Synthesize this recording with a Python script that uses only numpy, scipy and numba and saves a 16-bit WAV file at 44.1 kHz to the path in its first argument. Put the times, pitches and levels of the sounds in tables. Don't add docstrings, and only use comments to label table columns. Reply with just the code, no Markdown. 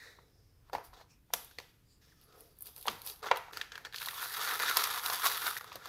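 import sys
import numpy as np
from scipy import signal
from scipy.fft import rfft, irfft, next_fast_len
from scipy.io import wavfile
from scipy.ndimage import uniform_filter1d
from numba import njit

SR = 44100
rng = np.random.default_rng(int(sys.argv[2]) if len(sys.argv) > 2 else 0)


def put_to_file(sound):
    columns = np.atleast_2d(sound).T
    safe = np.clip(columns, -1, 1)
    whole_steps = np.round(safe * 32767)
    wavfile.write(sys.argv[1], SR, whole_steps.astype(np.int16))


def elevation(decibels):
    levels = np.asarray(decibels, float)
    return 10 ** (levels / 20)


N = 259515

# frequency in Hz, density in dB per Hz.
HUM_TONE = [(8.8, -41.5), (15, -1.5), (59, 6), (124, 5), (210, -5.5), (298, -5.5), (739, -20.5),
            (1330, -19), (3490, -26), (5260, -28), (7260, -29.5), (15100, -25.5), (16500, -60.5)]
HUM_DB = -67.5
# time in seconds, level in dB.
RUMBLE = [(0.0, -68), (0.8, -60.5), (1.64, -68), (2.8, -65.5), (2.85, -62.5), (4.44, -73), (4.57, -92),
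          (5.88, -74)]
EDITS_S = [0, 3.218, 3.52, 5.592, 6]
CUT_S = 0.004
# frequency in Hz, decay by 60 dB in seconds, level in dB.
ROOM = [(196, 0.11, 9), (600, 0.41, -1), (1200, 0.41, -1.5), (2870, 0.46, -4.5), (8000, 0.35, -1),
        (11900, 0.43, 2), (16000, 0.21, 0)]

# start in seconds, level in dB.
KNOCKS = [
    (0.744, -52),
    (1.337, -58.5),
    (2.881, -45.5),
    (5.757, -58),
]
KNOCK_HZ, KNOCK_FADE_S = 170, 0.036
# loudest moment, rise and fall in seconds,
# level in dB, pitch in Hz. Rise and fall of every stroke span 20 dB.
SLIDES = [(.07, 0.64, 0.12, -56, 1870), (.07, 0.45, 0.19, -60.5, 3900), (.4, 0.4, 0.5, -76.5, 5140),
          (1.11, 0.027, 0.066, -65, 5450), (1.11, .03, 0.097, -71, 2550), (1.92, 0.081, 0.098, -70, 4830),
          (1.936, 0.11, 0.078, -73.5, 7050), (2.24, .03, 0.059, -65, 11300), (2.36, .2, 0.11, -65, 1270),
          (2.67, 0.088, 0.5, -72, 3500), (3.74, 0.032, 0.047, -52.5, 1660)]
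SLIDE_WIDTH = 0.11
SQUEAK_S, SQUEAK_LENGTH_S, SQUEAK_DB = 2.115, 0.02, -64
SQUEAK_HZ, SQUEAK_SAG_HZ_PER_S = 2100, 40000

BANDS_HZ = [(120, 650), (650, 2400), (2400, 8000), (8300, 17000), (400, 2600)]
PALM, SHELL, CARD, FILM, DENTED_SHELL = range(5)
# frequency in Hz, density in dB per Hz.
PACK_TONE = [(88, -84), (150, -22.5), (260, -17.5), (425, -0.5), (643, -10.5), (723, -1.5), (916, -1.5),
             (1120, -3), (1860, -8), (2550, -7), (3600, -7), (5070, -8.5), (7660, -17), (11600, -4.5),
             (14200, -7.5), (15600, -13), (16500, -66)]

# loudest moment, rise and fall in seconds, level in dB, shell pitch in Hz.
CREAKS = [(.04, 0.49, 0.24, -54, 1760), (.8, 0.026, 0.14, -62, 880), (.938, 0.0128, 0.12, -52.5, 910),
          (.98, .1, 0.12, -59.5, 897), (5.68, 0.032, .05, -48.5, 1200), (1.015, 0.094, 0.046, -56.5, 955),
          (.69, 0.086, .02, -66, 1110), (2.87, 0.16, 0.12, -66.5, 895), (2.9, .03, 0.47, -51.5, 890),
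          (3.23, 0.0076, 0.15, -41.5, 1300), (3.27, 0.036, 0.038, -34.5, 900),
          (3.856, 0.013, 0.039, -41, 1490), (3.335, 0.014, 0.3, -49.5, 935),
          (3.568, 0.089, 0.15, -43.5, 1490), (3.725, 0.009, 0.31, -51, 1560),
          (5.767, 0.33, 0.024, -47, 1290), (5.875, 0.097, .1, -40, 1390)]
# loudest moment, rise and fall in seconds, level in dB, card pitch in Hz.
RUBS = [
    (.03, 0.67, 0.29, -60.5, 2200),
    (1.102, 0.016, 0.13, -66, 6800),
    (1.385, 0.09, 0.33, -50.5, 3320),
    (1.595, .03, 0.26, -55.5, 3400),
    (2.02, 0.017, 1.1, -59, 4900),
    (2.9, 0.035, 0.058, -37, 3400),
    (3.53, 0.015, 0.12, -41.5, 2900),
    (3.255, 0.058, 0.12, -48, 3600),
    (3.95, 0.021, 0.3, -47.5, 4800),
    (.74, 0.018, .08, -47, 5200),
]
# loudest moment, rise and fall in seconds, level in dB.
PEELS = [
    (.848, 0.016, 0.052, -49.5),
    (2.402, 0.087, 0.17, -58),
    (2.9, 0.027, 0.44, -55.5),
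    (3.07, 0.042, 0.069, -40),
    (3.1, 0.033, 0.052, -41),
    (2.78, .03, .06, -47.5),
    (2.665, 0.036, .08, -47.5),
    (2.894, 0.3, 0.15, -49.5),
    (3.377, 0.04, 0.015, -71),
]
# loudest moment, rise and fall in seconds, level in dB.
GRIPS = [
    (.005, .1, 0.5, -62.5),
    (.8, 0.054, 0.016, -56),
    (1.6, .004, 0.066, -58),
    (2.405, 0.21, 0.18, -58),
    (2.885, 0.016, 0.071, -40),
    (4.55, 0.43, 0.46, -53.5),
    (3.232, 0.019, 0.11, -48),
    (.74, 0.013, .06, -47),
    (0.97, .06, 0.13, -65),
    (3.81, .02, 0.083, -56),
]
# level in dB, for palm, shell, card and film in turn.
CREAK_MIX = (-13, -3.5, -8, -18)
RUB_MIX = (-17.5, -14.5, -7.5, -13.5)
PEEL_MIX = (-15, -14, -9, -3.5)
GRIP_MIX = (1.5, -33, -22, -16)
# time in seconds, effort in dB, shell pitch in Hz.
PULL = [(3.93, -78, 1600), (4.02, -46, 1530), (4.11, -50.5, 1550), (4.16, -45.5, 1330), (4.25, -40.5, 1186),
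        (4.31, -44.5, 1410), (4.4, -37, 1250), (4.5, -30.5, 1450), (4.57, -38.5, 1310), (4.62, -31, 1410),
        (4.75, -33.5, 1200), (4.81, -31.5, 1330), (4.92, -40, 1360), (4.995, -43, 1200), (5.015, -47, 1200),
        (5.21, -43, 1200), (5.4, -47, 1150), (5.588, -42.5, 1200)]
PULL_MIX = (-21, -2, -5, -5.5)
PULL_GROWTH = (1.57, 0.97, 0.79, 0.43)
PULL_CARD_HZ = 3740
# loudest moment, rise and fall in seconds, level in dB, shell pitch in Hz.
TUGS = [(5.045, 0.033, .12, -38, 1170), (5.14, 0.22, .12, -37, 1100), (5.248, 0.029, 0.054, -33, 1090),
        (5.225, 0.058, .04, -39, 1126), (5.264, 0.046, 0.048, -27.5, 1150), (5.31, .12, .15, -35.5, 1320),
        (5.42, 0.014, .04, -41, 1480), (5.445, 0.051, 0.056, -37, 1150), (5.477, 0.059, 0.071, -32, 1290),
        (4.24, 0.11, 0.064, -44.5, 1150), (4.81, .05, .06, -40, 1250), (4.98, .12, .03, -38, 1200),
        (5.57, 0.04, 0.11, -47, 1840)]
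TUG_MIX = (-18, -0.5, -3, -2)

# start in seconds, level in dB, shell pitch in Hz, card edge in dB.
POPS = [(0.1867, -52, 964, -37), (.6966, -50.5, 950, -13), (.731, -33.5, 790, -8.5),
        (0.7362, -33.5, 820, -21), (0.7499, -24.5, 890, -14.5), (0.7819, -37.5, 845, -16),
        (.931, -49.5, 950, -20), (1.0117, -49, 835, -19), (1.303, -51.5, 850, -24), (2.8553, -37, 865, -29),
        (2.8745, -28.5, 883, -13.5), (3.2416, -35, 1130, -17), (3.263, -32.5, 900, -19),
        (3.3125, -14.5, 961, -34), (1.586, -47.5, 474, -19), (.738, -42, 487, -23), (3.285, -36, 1480, -14),
        (3.359, -35.5, 806, -5), (3.483, -45, 910, -26), (3.7773, -38, 1590, -5.5), (4.01, -41, 1510, -7),
        (4.072, -37.5, 1040, -12), (4.132, -41, 1120, -16), (4.21, -44.5, 1140, -10),
        (4.319, -44, 1280, -5), (4.394, -44, 1150, -6), (4.431, -43, 1160, -8), (4.474, -32, 1220, 0),
        (4.711, -39, 1080, -3), (4.858, -39, 1260, -10), (4.892, -37, 1320, -10), (4.944, -35, 1160, -12),
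        (5.139, -32, 990, -10), (4.598, -31, 1500, -1), (4.6334, -28.5, 1270, -2), (4.681, -30, 1800, -6),
        (4.793, -28.5, 1350, -11), (5.099, -29, 1100, 1.5), (5.242, -27, 1105, -4), (5.42, -36, 1500, -10),
        (5.4654, -31, 1300, -5), (5.6094, -37.5, 1250, -5), (5.6423, -44.5, 1090, -3.5),
        (5.7556, -40.5, 580, 4), (5.8561, -39.5, 1160, 0.5)]
POP_CARD_HZ, POP_FILM_DB, POP_DULLING = 4300, 3.5, 0.42
# start in seconds, level in dB, card pitch in Hz, shell pitch in Hz.
SNAPS = [(1.511, -52.5, 4300, 1540), (1.5852, -33.5, 4240, 1970), (1.5994, -45, 4430, 970),
         (2.8812, -21, 3044, 1200), (3.231, -67, 3350, 447), (3.3125, -24, 2730, 2000),
         (3.5326, -40, 3720, 1680), (3.571, -30.5, 4740, 1410), (3.6126, -28.5, 3560, 1810),
         (3.719, -38.5, 3500, 1590), (3.7544, -37, 3200, 1650), (3.8492, -37, 3460, 1430),
         (3.925, -45, 4270, 1640), (3.9431, -35, 3660, 1770), (3.934, -44, 3500, 1610),
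         (3.976, -48, 3460, 1670), (4.027, -36.5, 3860, 1230), (4.048, -39, 4300, 1690),
         (4.1087, -40.5, 3200, 1590), (4.1583, -43, 3600, 1310), (5.727, -45, 5000, 1900),
         (4.0, -42, 3430, 1600), (4.0167, -36, 3560, 1620), (4.085, -28, 3900, 1940),
         (4.257, -41, 4300, 1190), (4.4487, -35, 4040, 1310), (5.7181, -39.5, 2530, 1160)]
SNAP_SHELL_DB, SNAP_FILM_DB, SNAP_FILM_DB_PER_OCTAVE = -3.5, -7, 14
# start in seconds, level in dB, share of the card in dB.
TICKS = [(1.4456, -37.5, -26.5), (2.324, -66, 10.5), (2.406, -41, -15), (2.5865, -42, -33),
         (2.607, -33, -43), (2.618, -38, -28), (2.6218, -28, -42), (2.5678, -58, -30), (2.6718, -42, -10),
         (2.8693, -28.5, -14), (2.9938, -52, -15), (3.0492, -44, -15), (3.365, -52, -6), (2.657, -38, -15),
         (2.668, -34.5, -14), (2.7622, -35.5, -12), (2.778, -38, -12), (2.8113, -35.5, -12),
         (2.826, -34.5, -11.5), (3.0171, -34.5, -10), (3.0626, -30, -20), (3.073, -28, -10),
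         (3.082, -33, -9), (3.0975, -35.5, 0), (3.1595, -47.5, -5), (3.192, -50, -11), (2.213, -51.5, -9),
         (3.9597, -37.5, 6), (3.9826, -41, 8.5), (4.059, -28, -4.5)]
TICK_CARD_HZ, TICK_SHELL_HZ, TICK_SHELL_DB = 4200, 1100, -36
# start in seconds, level in dB,
# share of the shell in dB, shell pitch in Hz, card pitch in Hz.
CRACKS = [(1.3359, -17, -8, 1010, 5740), (2.8642, -37, -7, 920, 3440), (3.3711, -32.5, -12, 765, 2860),
          (4.339, -31, -15, 1610, 5060), (4.51, -28.5, -3.5, 1800, 3340), (4.54, -41, -0.5, 1820, 4200),
          (4.7696, -10.5, -15.5, 1030, 5040), (4.8383, -18, -23, 1210, 5270),
          (4.8726, -29.5, -3.5, 1280, 3610), (4.9106, -30.5, -8, 1240, 4150), (4.9694, -40, 1, 1200, 3300),
          (4.2958, -37, -16, 1270, 3990), (4.368, -30.5, -11, 1330, 3820), (4.6217, -29, -18, 1540, 4150),
          (4.694, -27.5, -13, 1510, 3970), (5.346, -32, -9, 1420, 3560), (5.566, -38, 5.5, 1850, 4080),
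          (5.0423, -35, -4, 1130, 2800), (5.0603, -21, -17, 1130, 3920), (5.261, -21.5, -1, 1150, 5200),
          (5.478, -33.5, 5, 1490, 3240), (5.574, -32.5, -23, 1180, 5760)]
CRACK_CARD_DB = -3.5


def unit(x):
    return x / np.sqrt(np.mean(x ** 2))


def crest(x):
    return x / np.abs(x).max(axis=-1, keepdims=True)


def colour(x, spectrum):
    hz, db = np.transpose(spectrum)
    n = next_fast_len(x.shape[-1])
    f = np.maximum(np.arange(n // 2 + 1) * SR / n, 1)
    gain = elevation(np.interp(np.log(f), np.log(hz), db))
    return irfft(rfft(x, n) * gain, n)[..., :x.shape[-1]]


def band(x, part):
    return signal.sosfilt(signal.butter(4, BANDS_HZ[part], "bandpass", fs=SR, output="sos"), x)


def walk(rate):
    hold = int(SR / rate)
    steps = np.repeat(rng.standard_normal(N // hold + 1), hold)
    return 0.68 * uniform_filter1d(uniform_filter1d(steps, hold), hold)[:N]


@njit
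def resonate(x, hz, width):
    y, b, l = np.empty(len(x)), 0., 0.
    for i in range(len(x)):
        g, k = np.tan(np.pi * hz[i] / SR), width / hz[i]
        v = (b + g * (x[i] - l)) / (1 + g * (g + k))
        b, l, y[i] = 2 * v - b, l + 2 * g * v, k * v
    return y


def hum():
    s, db = np.transpose(RUMBLE)
    floor = unit(colour(rng.standard_normal(N), HUM_TONE)) * elevation(HUM_DB + 0.5 * walk(18.0))
    low = signal.sosfilt(signal.butter(2, 110, fs=SR, output="sos"), floor)
    swell_db = np.interp(np.arange(N) / SR, s, db) - HUM_DB
    return floor + low * (elevation(swell_db) - 1)


def cuts():
    t = np.arange(N) / SR
    return np.prod([np.clip(np.abs(t - s) / CUT_S, 0, 1) for s in EDITS_S[1:-1]], axis=0)


def room(x, wet_db, gap_s):
    t = np.arange(SR // 2) / SR
    hz, t60, db = np.transpose(ROOM)
    tail = 0
    for centre in 180 * 2 ** np.arange(0, 6.6, 0.5):
        edges = [centre / 2 ** 0.25, centre * 2 ** 0.25]
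        sos = signal.butter(2, edges, "bandpass", fs=SR, output="sos")
        fade_db = np.interp(centre, hz, db) - 60 * t / np.interp(centre, hz, t60)
        tail = tail + signal.sosfilt(sos, rng.standard_normal(len(t))) * elevation(fade_db)
    tail = tail * (1 - np.exp(-(t / gap_s) ** 2)) * (1 + 3.24 * np.exp(-t / 0.0032))
    tail = tail * elevation(wet_db) / np.sqrt(np.sum(tail ** 2))
    cut = np.minimum((np.array(EDITS_S) * SR).astype(int), N)
    shots = [signal.fftconvolve(x[a:b], tail)[:b - a] for a, b in zip(cut, cut[1:])]
    return np.concatenate(shots)


def knocks():
    t = np.arange(N) / SR
    wood = unit(resonate(rng.standard_normal(N), np.full(N, 1. * KNOCK_HZ), 150.))
    return wood * sum(elevation(db) * (t > s) * np.exp(-np.abs(t - s) / KNOCK_FADE_S) for s, db in KNOCKS)


def stroke(t, s, rise, fall, db):
    return db - 20 * np.maximum((s - t) / rise, (t - s) / fall)


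def slides():
    t, out = np.arange(N) / SR, 0
    skin = rng.standard_normal(N)
    for *shape, hz in SLIDES:
        singing = unit(resonate(skin, np.full(N, 1. * hz), SLIDE_WIDTH * hz))
        out = out + singing * elevation(stroke(t, *shape))
    u = np.clip(t - SQUEAK_S, 0, SQUEAK_LENGTH_S)
    tone = np.sin(2 * np.pi * (SQUEAK_HZ - SQUEAK_SAG_HZ_PER_S * u / 2) * u)
    return out + elevation(SQUEAK_DB) * tone * np.sin(np.pi * u / SQUEAK_LENGTH_S)


def hands():
    t = np.arange(0, N, 64) / SR
    s, effort, pull_hz = np.transpose(PULL)
    pull = np.interp(t, s, effort, -140, -140)
    pull_db = np.c_[PULL_MIX,] - 36 + np.c_[PULL_GROWTH,] * (pull + 36)
    power = elevation(2 * pull_db) + 1e-10
    pitch = np.array([power[SHELL] * np.interp(t, s, pull_hz), power[CARD] * PULL_CARD_HZ])
    weight = power[SHELL:FILM].copy()
    strokes = ((CREAKS, CREAK_MIX, SHELL), (TUGS, TUG_MIX, SHELL), (RUBS, RUB_MIX, CARD),
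               (PEELS, PEEL_MIX, None), (GRIPS, GRIP_MIX, None))
    for rows, mix, pitched in strokes:
        for row in rows:
            shake = elevation(2 * (stroke(t, *row[:4]) + np.c_[mix,]))
            power = power + shake
            if pitched is not None:
                pitch[pitched - SHELL] += shake[pitched] * row[4]
                weight[pitched - SHELL] += shake[pitched]
    curves = (*10 * np.log10(power), *pitch / weight)
    return [np.interp(np.arange(N) / SR, t, c) for c in curves]


def fibres(rate, spread_db, tail_s):
    chance = rng.random((2, N))
    size_db = spread_db * np.minimum(-np.log(1 - chance[1]), 3.2)
    snaps = (chance[0] < rate / SR) * elevation(size_db)
    smear = signal.lfilter([1], [1, -np.exp(-1 / (tail_s * SR))], snaps)
    return smear * rng.standard_normal(N)


def tearing():
    *levels, shell_hz, card_hz = hands()
    shell_hz = shell_hz * 2 ** (0.12 * walk(9))
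    card_hz = card_hz * 2 ** (0.12 * walk(9))
    share = np.clip((levels[CARD] + 72) / 30, 0.1, 0.8)
    snaps = np.sqrt(share) * unit(fibres(2000., 3.2, 0.0004)) + np.sqrt(1 - share) * rng.standard_normal(N)
    own = unit(fibres(2400.0, 1.8, 0.00043))
    drives = (own[::-1], 0.68 * snaps + 0.72 * own[::-1], snaps, 0.89 * snaps + 0.6 * own)
    parts = [unit(band(colour(x, PACK_TONE), part)) for part, x in enumerate(drives)]
    parts[SHELL] = unit(resonate(parts[SHELL], 1.253 * shell_hz, 1300.0))
    shell_creak = unit(resonate(snaps, shell_hz * 2 ** (0.25 * walk(25)), 150.))
    parts[SHELL] = unit(parts[SHELL] + 0.9 * shell_creak)
    card_creak = unit(resonate(snaps, card_hz * 2 ** (0.078 * walk(36)), 490.0))
    parts[CARD] = unit(parts[CARD] + 0.68 * card_creak)
    stutter_db = 0.9 * walk(40) + 1.3 * walk(150)
    trims_db, flickers_db = (-5.0, -4.0, -3.5, -4.0), (2.7, 3.3, 2.8, 1.6)
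    out = 0
    for x, db, trim_db, flicker_db in zip(parts, levels, trims_db, flickers_db):
        out = out + x * elevation(db + trim_db + stutter_db + flicker_db * walk(60))
    return out


def buckles():
    rows = []
    for s, db, hz, edge in POPS:
        film_db = db + edge + POP_FILM_DB - POP_DULLING * (db + 44)
        rows.append((s, film_db, db, hz, db + edge, POP_CARD_HZ))
    for s, db, hz, low in SNAPS:
        film_db = db + SNAP_FILM_DB + SNAP_FILM_DB_PER_OCTAVE * np.log2(hz / 4000)
        rows.append((s, film_db, db + SNAP_SHELL_DB, low, db, hz))
    for s, db, card in TICKS:
        rows.append((s, db, db + TICK_SHELL_DB, TICK_SHELL_HZ, db + card, TICK_CARD_HZ))
    for s, db, shell, low, hz in CRACKS:
        rows.append((s, db, db + shell, low, db + CRACK_CARD_DB, hz))
    return sorted(rows)


def cracks():
    s, film_db, shell_db, shell_hz, card_db, card_hz = np.transpose(buckles())[:, :, None]
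    size = 1024
    t, f = np.arange(size) / SR, np.arange(size // 2 + 1) * SR / size
    chance = rng.standard_normal((len(s), 4, size))
    onset = 1 - np.exp(-(t / 0.0008) ** 2)
    splinter = chance[:, :3] * np.abs(chance[:, 3:]) ** 0.6 * onset
    click = np.tile(1. * (np.arange(size) == 200), (len(s), 1))

    def shell_tone(x):
        bell = 1 + 1j * (f / shell_hz - shell_hz / (f + 1)) / 0.71
        return band(irfft(rfft(x) / bell), DENTED_SHELL)

    def card_tone(x):
        return irfft(rfft(band(x, CARD)) / (1 + (f / (1.57 * card_hz)) ** 4))

    def film_tone(x):
        return colour(band(x, FILM), PACK_TONE)

    longer = elevation(0.014 * (np.maximum(shell_db, card_db) + 37.0))

    def burst(tone, part, fade_s):
        return crest(tone(splinter[:, part] * np.exp(-(t / (fade_s * longer)) ** 1.25)))

    shell_phase = 2 * np.pi * shell_hz * t + 0.47 * np.sin(2.465 * shell_hz * t)
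    shell_ring = crest(np.sin(shell_phase) * t * np.exp(-t / 0.0013))
    card_ring = crest(np.sin(2 * np.pi * card_hz * t) * t * np.exp(-t / 0.00054))
    first_spike = 0.84 + 0.57 * np.exp(-((t - 0.001) / 0.00025) ** 2)
    layers = ((shell_tone, 0.86 * burst(shell_tone, 0, 0.0032) + shell_ring, shell_db + 4.0),
              (card_tone, burst(card_tone, 1, 0.0024) + 0.68 * card_ring, card_db + 2.0),
              (film_tone, burst(film_tone, 2, 0.002) * first_spike, film_db - 0.5))
    near, far = np.zeros((2, N + size))
    at = (s * SR + 8).astype(int) + np.arange(size)
    for tone, x, db in layers:
        x = elevation(db) * crest(x)
        blow = tone(click)
        blow = blow * np.std(x, axis=1, keepdims=True) / np.std(blow, axis=1, keepdims=True)
        np.add.at(near, at, x)
        np.add.at(near, at - size, 0.06 * x[:, ::-1])
        np.add.at(far, at, 0.5 * x + 0.97 * blow)
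    return near[:N], far[:N]


def scene():
    tear = tearing()
    near, far = cracks()
    wet = room(far + 0.89 * tear, wet_db=-8.5, gap_s=0.00009)
    shots = near + tear + wet + slides() + knocks()
    return (shots * cuts() + hum())[None]


def low_pass(x):
    return signal.sosfilt(signal.butter(12, 16870, fs=SR, output="sos"), x)


def record(dry):
    top = signal.ellip(7, 0.3, 24, 15900, fs=SR, output="sos")
    mix = signal.sosfilt(top, dry)
    return low_pass(mix)


dry = scene()
out = record(dry)
put_to_file(out)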